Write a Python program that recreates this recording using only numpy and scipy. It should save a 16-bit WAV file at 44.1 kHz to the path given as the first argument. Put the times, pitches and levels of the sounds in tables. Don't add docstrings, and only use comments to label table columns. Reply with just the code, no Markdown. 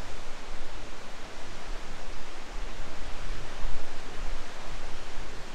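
import sys
import numpy as np
from scipy import signal
from scipy.fft import rfft, irfft, next_fast_len
from scipy.io import wavfile
from scipy.ndimage import uniform_filter1d

SR = 44100
rng = np.random.default_rng(int(sys.argv[2]) if len(sys.argv) > 2 else 0)


def to_wav(s):
    ch = np.atleast_2d(s).T
    pcm = np.round(np.clip(ch, -1, 1) * 32767)
    wavfile.write(sys.argv[1], SR, pcm.astype(np.int16))


N = 244314


def gain_of(db):
    return 10 ** (np.asarray(db) / 20)


def evened(x):
    return x / np.sqrt(np.mean(x ** 2) + 1e-20)


def read(points, hz):
    point_hz, level_db = np.transpose(points)
    return np.interp(np.log(hz + 0.1), np.log(point_hz + 0.1), level_db, left=-120, right=-120)


def waterfall():
    # (time [s], roar level [dB], rush against roar [dB],
    # spray against roar [dB]); rush and spray act as departures from their own means
    falls = [(0.0, -47, -2, -5.5), (0.5, -48.5, -1.1, -7), (1.8, -47.5, -1.5, -6.5),
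             (2.6, -47.8, -1.4, -7.5), (3.3, -47, -0.5, -6.5), (3.8, -46.5, -2, -7.5),
             (4.6, -47, -0.9, -6.5), (5.54, -48, -1.6, -6.5)]
    # (frequency [Hz], relative level per Hz [dB])
    wash_spectrum = [(70, -36), (130, -7), (170, -1), (330, 0), (570, 0), (1000, -2.5), (1700, -5),
                     (3000, -9), (5000, -13.5), (6800, -16), (8500, -23), (11000, -32.5), (16200, -43.5)]
    frame, hop = 1024, 256
    hz = np.fft.rfftfreq(frame, 1 / SR)
    frames = N // hop + 5
    real, imag, small, wide = rng.standard_normal((frames, len(hz), 4)).T

    patches = uniform_filter1d(small, size=14, axis=0)
    patches = evened(uniform_filter1d(patches, size=16, axis=1))
    surges = uniform_filter1d(wide, size=90, axis=0)
    surges = evened(uniform_filter1d(surges, size=4, axis=1))

    s, roar_db, *above_db = np.transpose(falls)
    t = np.arange(frames) * hop / SR
    rush_db, spray_db = (np.interp(t, s, db) - np.mean(db) for db in above_db)
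    rush, spray = (np.clip(np.log2(hz / edge_hz + 1e-6) / 0.57, 0, 1)[:, None]
                   for edge_hz in (900, 3100))
    field_db = read(wash_spectrum, hz)[:, None] + (rush - spray) * rush_db + spray * spray_db
    field_db = field_db + 0.48 * patches + (0.2 + 0.34 * spray) * surges
    spectrogram = (real + 1j * imag) * gain_of(field_db)
    wash = signal.istft(spectrogram, nperseg=frame, noverlap=frame - hop)[1][:N]

    roar_band = signal.butter(4, [250, 1200], "band", fs=SR, output="sos")
    roar = signal.sosfilt(roar_band, wash)
    return wash / np.std(roar) * gain_of(np.interp(np.arange(N) / SR, s, roar_db))


def gusting(over_db, share, lull_db):
    # (peak time [s], length [s], strength [dB], fineness [dB])
    gusts = [(0.1, 0.24, -34.5, 2.5), (0.56, .16, -36, -1), (0.78, 0.18, -36.5, 4), (0.95, .1, -37, -8),
             (1.25, .12, -44, 6), (1.49, 0.13, -46.5, 18.5), (1.72, .16, -30.5, -13),
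             (1.9, .14, -37.5, 2.5), (2.1, 0.22, -33, -3.5), (2.6, .2, -30.5, -6), (2.82, 0.17, -33, 4),
             (3.06, 0.21, -29.5, -0.5), (3.28, 0.18, -27, -2), (3.4, 0.14, -38, 13),
             (3.68, 0.22, -27.5, -1), (4.02, .2, -40, -10), (4.25, 0.23, -26, -5.5), (4.74, .16, -34, 5),
             (4.92, 0.23, -36, 2.5), (5.22, 0.18, -31.5, -1), (5.38, 0.13, -41, 12)]
    rise_share = 0.46
    step = 100
    s, length, db, fine_db = np.transpose(gusts)[:, :, None]
    t = np.arange(0, N + step, step) / SR - s
    u = t / (length * np.where(t < 0, rise_share, 1 - rise_share))
    peak = gain_of(db + over_db + share * fine_db)
    bumps = peak ** 2 * np.exp(-2 * u ** 2)
    power = gain_of(lull_db) ** 2 + bumps.sum(0)
    return np.interp(np.arange(N) / step, np.arange(len(power)), np.sqrt(power))


def eddies(spectrum, steady):
    bins = N // 2 + 1
    noise = rng.standard_normal(bins) + 1j * rng.standard_normal(bins)
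    shape = gain_of(read(spectrum, np.fft.rfftfreq(N, 1 / SR)))
    x = evened(irfft(noise * shape, N))
    envelope = abs(signal.hilbert(x, next_fast_len(N))[:N])
    x = x / (envelope + 0.11) ** np.clip(steady, 0, 1)
    return evened(irfft(rfft(x) * np.minimum(shape * 30, 1), N))


def wind():
    # (time [s], level [dB])
    swing_levels = [(0.0, -28), (0.27, -23.5), (0.4, -31), (0.6, -21.5), (0.85, -27), (1.25, -30.5),
                    (1.47, -25.5), (1.75, -31.5), (2.17, -22), (2.5, -33.5), (2.8, -23), (3.1, -23.5),
                    (3.5, -24.5), (3.7, -14), (3.9, -20.5), (4.12, -27.5), (4.35, -21.5), (4.55, -29),
                    (4.7, -24), (5.2, -23), (5.54, -32.5)]
    # (frequency [Hz], relative level per Hz [dB])
    swing_spectrum = [(.8, -49), (2, -3), (5, 2), (9, -4), (14, -9), (19, -36.5)]
    thump_spectrum = [(11, -35), (17, 4), (24, -7.5), (32, -11.5), (42, -58)]
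    rumble_spectrum = [(24, -32), (33, 1.5), (45, -3), (62, -13), (80, -28)]
    flutter_spectrum = [(50, -20), (68, 1), (105, 3.5), (140, -2), (220, -22)]
    # (level against the gust [dB], share of the fineness [factor],
    # level in the lulls [dB], steadiness [0-1])
    sizes = [(-4, -0.33, -47, .95), (-12.5, .3, -59, .69), (-20.5, 0.92, -61.5, 0.8)]
    s, db = np.transpose(swing_levels)
    swing_db = uniform_filter1d(np.interp(np.arange(N) / SR, s, db), size=2000)
    swings = eddies(swing_spectrum, 0.94) * gain_of(swing_db)
    spectra = (thump_spectrum, rumble_spectrum, flutter_spectrum)
    buffeting = sum(eddies(spectrum, steady) * gusting(over_db, share, lull_db)
                    for spectrum, (over_db, share, lull_db, steady) in zip(spectra, sizes))
    return swings + buffeting


def scene():
    return (waterfall() + wind())[None]


def record(dry):
    edge_hz = 15735
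    longer = np.pad(dry, [(0, 0), (1500, 1500)], "reflect", reflect_type="odd")
    low_pass = signal.firwin(3001, edge_hz, window=("kaiser", 9), fs=SR)
    return signal.oaconvolve(longer, low_pass[None], "valid")


dry = scene()
out = record(dry)
to_wav(out)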